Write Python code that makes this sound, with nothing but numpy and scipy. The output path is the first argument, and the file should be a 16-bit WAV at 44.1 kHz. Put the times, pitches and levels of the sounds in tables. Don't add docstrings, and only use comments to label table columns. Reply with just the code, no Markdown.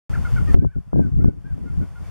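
import sys
import numpy as np
from scipy import signal
from scipy.fft import rfft, irfft, next_fast_len
from scipy.io import wavfile
from scipy.ndimage import uniform_filter1d, map_coordinates

SR = 44100
rng = np.random.default_rng(int(sys.argv[2]) if len(sys.argv) > 2 else 0)


def master_out(mix):
    frames = np.transpose(np.atleast_2d(mix))
    ceiling = np.clip(frames, -1, 1)
    pcm = np.round(ceiling * 32767).astype(np.int16)
    wavfile.write(sys.argv[1], SR, pcm)


def ratio_of_db(decibels):
    return 10 ** (np.asarray(decibels, float) / 20)


N = 92610

# (frequency [Hz], density [dB per Hz])
FIELD_SPECTRUM = [(250, -5), (500, -0.5), (1000, -1), (2000, -10), (3300, -16.5), (5000, -19),
                  (13300, -26.5), (15200, -64.5)]
# (frequency [Hz], correlation [-1..1])
FIELD_LIKENESS = [(500, 0.2), (1500, 0.75), (3000, .3), (6000, 0.07), (13000, -.4)]
# (start [s], length [s], rumble [dB], flutter over rumble [dB])
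GUSTS = [(0.064, 0.198, -16, -15.5), (1.328, 0.076, -14.5, -13.5), (0.324, 0.032, -9, -17.5),
         (0.38, 0.098, -11, -24), (0.396, 0.032, -20, -5.5), (0.457, .035, -12, -16),
         (0.487, 0.031, -5.5, -12.5), (0.544, 0.013, -3.5, -11), (0.562, 0.03, 16.5, -7),
         (0.622, 0.027, 6.5, 3), (0.643, 0.026, 13.5, -33.5), (0.759, 0.023, 9.5, -15),
         (0.868, 0.021, -6, -28), (0.935, 0.016, 10.5, -10), (0.963, 0.051, 5, 2), (0.996, 0.023, 4.5, -24),
         (1.04, 0.038, 5, -6.5), (1.121, 0.073, 7.5, -20.5), (1.17, 0.053, 1, -5), (1.21, 0.032, 4, -6.5),
         (1.243, 0.043, 8.5, -1), (1.31, 0.071, -11, -7.5), (1.444, 0.036, -7, -10.5),
         (1.505, 0.028, 2, -25), (1.54, 0.077, -24, 7), (1.616, 0.055, -9, -5.5), (1.701, 0.051, -7, -14.5),
         (1.773, 0.054, -1.5, -17), (1.802, 0.039, -14.5, 0), (2.006, 0.018, -19.5, -10)]
# (frequency [Hz], density [dB per Hz])
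RUMBLE_SPECTRUM = [(15, -16), (40, -3), (70, 1.5), (110, -1.5), (160, -7), (250, -27.5), (400, -83.5)]
# (frequency [Hz], density [dB per Hz])
FLUTTER_SPECTRUM = [(80, -41), (150, 2), (220, 2.5), (350, -8), (550, -23), (900, -36.5), (1500, -59),
                    (3000, -93)]
# (time [s], signed size [full scale], width [s])
PUSHES = [(0.5452, 1.5, 0.00079), (0.5477, 2.5, 0.00198), (0.5527, 0.9, 0.00053), (0.627, 3.5, 0.0017),
          (.648, -6.5, 0.00041), (.932, 5, 0.00039), (0.96, -5.5, 0.00056), (0.995, 7.5, 0.00055),
          (1.167, -1, 0.0019), (.98, 4.5, 0.00093), (1.004, -2, 0.00046), (1.2454, 9, 0.0012),
          (1.2591, 7.5, 0.0011), (1.581, 0.42, 0.00048)]
# (start [s], length [s], level [dB], from [Hz], to [Hz])
CHIRPS = [
    (.28, .03, -58, 3300, 3500),
    (2.04, .02, -52, 2330, 2230),
    (1.15, .05, -54, 2550, 2950),
]
# (start [s], length [s], level [dB], second-partial pitch [Hz], scoop [Hz])
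CACKLES = [
    (0.247, 0.03, -34, 1478, 208),
    (0.36, 0.032, -33, 1546, 280),
    (0.472, 0.039, -42, 1267, 161),
    (1.656, 0.053, -40.5, 1420, 40),
    (1.81, .034, -44.5, 1464, 40),
    (1.955, 0.033, -40.5, 1443, 49.7),
]
# (time [s], pitch [Hz], level [dB])
YELP = [
    (.119, 1210, -51),
    (.132, 1318, -36.5),
    (.147, 1847, -34),
    (.158, 1372, -35.5),
    (.166, 1360, -31),
]
# (time [s], pitch [Hz], level [dB])
WHINES = [
    [(.515, 1280, -47.5), (.55, 1414, -49), (.6, 1560, -39), (.615, 1504, -34), (.645, 1814, -41)],
    [(.66, 1538, -43), (.705, 1515, -36.5), (.724, 1725, -41), (.742, 1474, -31.5), (.765, 1410, -42)],
    [(.912, 1269, -44), (.94, 1590, -45), (.98, 1597, -44), (1.04, 1545, -36.5), (1.074, 1380, -47)],
    [(1.205, 1330, -37), (1.245, 1600, -41), (1.27, 1466, -38.5), (1.315, 1470, -43)],
    [(1.44, 1446, -53), (1.456, 1590, -36), (1.48, 1632, -38), (1.51, 1572, -44), (1.528, 1390, -41)],
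]
# (frequency [Hz], gain [dB])
THROAT = [(600, -36), (900, -27), (1300, -2), (1500, 0), (1800, -4), (2150, -16), (2500, -19), (2900, -34)]
# (time [s], gain [dB])
GAIN = [(0, -2), (.4, -1), (.55, -2.5), (.556, -26), (.8, -22), (1.1, -18), (1.24, -17.5), (1.246, -21.5),
        (1.5, -18), (1.75, -12.5), (2.1, -7.5)]
# (time [s], level [dB])
TICKS = [(.175, -37), (.34, -39), (.5448, -28), (.5478, -32), (.5497, -27), (.5522, -34), (.555, -34),
         (.6505, -36), (1.045, -40), (1.2407, -33), (1.2432, -23), (1.546, -45), (1.58, -43), (1.77, -43)]
# (centre [Hz], width [Hz])
SEAMS = [(3950, 200), (7900, 82)]

FIELD_DB = -46
WHISTLE_HZ, WHISTLE_CLIMB_HZ_PER_S, WHISTLE_DB = 8680, 95, -67
GUST_RISE_S, GUST_FALL_S = 0.003, 0.013
LULL_DB, LULL_FLUTTER_DB, LUMPS_DB, SHIELD_DB = -19, -21, 2, -5
PORT_TILT_DB, PORT_OWN_DB, OWN_BRIGHT_DB = 1.2344, -13.5, 3.5
ATTACK_S, RELEASE_S = 0.0035, 0.0059
SCOOP_S, SAG_SHARE = 0.0031, 0.8
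CACKLE_FLUTTER_DB, WHINE_FLUTTER_DB = 1.6, 1.8
WAVER_SHARE, OWN_SHARE = 0.008, 1.2
SLAP_S, SLAP_DB = 0.024, -12.5
LEFT_LAG_SAMPLES = 2
START_S = 0.0945
TICK_S, TICK_RIGHT = 0.00002, -0.3
CLIP_TOP, CLIP_HARDNESS = 1.0, 60


def unit(x):
    return x / np.sqrt(np.mean(x ** 2) + 1e-20)


def along(points, hz):
    f, v = np.transpose(points)
    return np.interp(np.log(hz + 1), np.log(f + 1), v)


def wobble(rate_hz, count=N):
    knots = rng.standard_normal(1024)
    return map_coordinates(knots, [np.arange(count) * rate_hz / SR])


def filtered(x, response):
    m = next_fast_len(N + 8192)
    hz = np.fft.rfftfreq(m, 1 / SR)
    return irfft(rfft(x, m) * response(hz), m)[..., :N]


def noise(spectrum, count):
    white = rng.standard_normal((count, N))
    return unit(filtered(white, lambda hz: ratio_of_db(along(spectrum, hz)) * (hz > 10)))


def steady(x, span_s):
    power = np.abs(uniform_filter1d(x[0] ** 2, size=int(span_s * SR)))
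    return x / np.sqrt(power + 0.076)


def field():
    def side_gain(hz):
        return np.tan(np.arccos(np.clip(along(FIELD_LIKENESS, hz), -0.9, 1)) / 2)

    t = np.arange(N) / SR
    mid, side = filtered(noise(FIELD_SPECTRUM, 2), lambda hz: np.array([np.ones_like(hz), side_gain(hz)]))
    hiss = ratio_of_db(FIELD_DB + 1.95 * wobble(8.7)) * np.array([mid + side, mid - side])
    cycles = (WHISTLE_HZ + WHISTLE_CLIMB_HZ_PER_S * t / 2) * t
    whistle = np.sin(2 * np.pi * cycles + 0.95 * wobble(25))
    return hiss + ratio_of_db(WHISTLE_DB + 0.73 * wobble(41)) * whistle


def port_air(spectrum, span_s, power, lumps_hz, own_db):
    shares = ratio_of_db(np.array([[0], [own_db], [own_db]]))
    turbulence = steady(noise(spectrum, 3), span_s) * shares
    return np.sqrt(power) * ratio_of_db(LUMPS_DB * wobble(lumps_hz)) * turbulence


def wind():
    t = np.arange(N) / SR
    low = ratio_of_db(2 * LULL_DB)
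    high = ratio_of_db(2 * (LULL_DB + LULL_FLUTTER_DB))
    for s, length_s, db, bright_db in GUSTS:
        rise = np.clip((t - s) / GUST_RISE_S, -20, 0)
        fall = np.clip((t - s - length_s) / GUST_FALL_S, 0, 20)
        shape = np.exp(rise - fall) ** 2
        low = low + shape * ratio_of_db(2 * db)
        high = high + shape * ratio_of_db(2 * (db + bright_db))
    low, high = uniform_filter1d(np.array([low, high]), size=120)
    rumble = port_air(RUMBLE_SPECTRUM, 0.0303, low, 39.95, PORT_OWN_DB)
    flutter = port_air(FLUTTER_SPECTRUM, 0.0123, high, 70, PORT_OWN_DB + OWN_BRIGHT_DB)
    air = ratio_of_db(SHIELD_DB) * (rumble + flutter)
    shared = air[0] + sum(size * np.exp(-((t - s) / width_s) ** 2) for s, size, width_s in PUSHES)
    return shared * np.array([[ratio_of_db(PORT_TILT_DB)], [-ratio_of_db(-PORT_TILT_DB)]]) + air[1:]


def voice(t, hz, level_db, flutter_db):
    count = len(t)
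    gate = np.clip((t - t[0]) / ATTACK_S, 0, 1) * np.clip((t[-1] - t) / RELEASE_S, 0, 1)
    f0 = hz / 2 * (1 + WAVER_SHARE * wobble(150, count))
    phase = 2 * np.pi * np.cumsum(f0) / SR
    tone = np.zeros(count)
    for k in range(1, 5):
        own_db = OWN_SHARE * flutter_db * wobble(71, count)
        tone += ratio_of_db(along(THROAT, k * f0) + own_db) * np.sin(k * phase)
    return np.sqrt(2) * gate * ratio_of_db(level_db + flutter_db * wobble(115, count)) * tone


def cackles():
    t, out = np.arange(N) / SR, np.zeros(N)
    for s, length_s, db, hz, scoop_hz in CACKLES:
        on = (t >= s) & (t < s + length_s)
        u = t[on] - s
        bend = np.exp(-u / SCOOP_S) + SAG_SHARE * (u / length_s) ** 2
        out[on] += voice(t[on], hz - scoop_hz * bend, db, CACKLE_FLUTTER_DB)
    return out


def whines():
    t, out = np.arange(N) / SR, np.zeros(N)
    for rows in [YELP] + WHINES:
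        s, hz, db = np.transpose(rows)
        on = (t >= s[0]) & (t < s[-1])
        glide = uniform_filter1d(np.interp(t[on], s, hz), size=250)
        out[on] += voice(t[on], glide, np.interp(t[on], s, db), WHINE_FLUTTER_DB)
    return out


def chirps():
    t, out = np.arange(N) / SR, np.zeros(N)
    for s, length_s, db, from_hz, to_hz in CHIRPS:
        u = np.clip((t - s) / length_s, 0, 1)
        phase = 2 * np.pi * np.cumsum(from_hz + (to_hz - from_hz) * u) / SR
        out += ratio_of_db(db) * np.sin(np.pi * u) * np.sin(phase)
    return out


def birds():
    calls = cackles() + whines() + chirps()
    calls = calls + ratio_of_db(SLAP_DB) * np.roll(calls, round(SLAP_S * SR))
    tail_s = np.arange(SR // 10) / SR
    echo = rng.standard_normal((2, SR // 10)) * ratio_of_db(-60 * tail_s / 0.28)
    wet = signal.fftconvolve(calls[None], echo / np.linalg.norm(echo[0]), axes=1)[:, :N]
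    direct = np.array([np.roll(calls, LEFT_LAG_SAMPLES), calls]) * ratio_of_db(np.array([[0.2], [-0.2]]))
    return direct + ratio_of_db(-15.5) * wet


def scene():
    return field() + wind() + birds()


def ticks():
    t = np.arange(N) / SR
    clicks = sum(ratio_of_db(db) * (t >= s) * np.exp(-np.abs(t - s) / TICK_S) for s, db in TICKS)
    return clicks * np.array([[1], [TICK_RIGHT]])


def roll_off(x):
    return signal.sosfilt(signal.butter(12, 15800, fs=SR, output="sos"), x)


def record(dry):
    def gaps(hz):
        return np.prod([1 - 0.75 * np.exp(-((hz - c) / w) ** 2) for c, w in SEAMS], axis=0)

    t = np.arange(N) / SR
    opening = np.clip((t - START_S) * SR / 10, 0, 1)
    x = filtered(dry, gaps) * ratio_of_db(np.interp(t, *np.transpose(GAIN))) * opening
    x = x / (1 + np.abs(x / CLIP_TOP) ** CLIP_HARDNESS) ** (1 / CLIP_HARDNESS)
    return roll_off(x + ticks())


dry = scene()
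out = record(dry)
master_out(out)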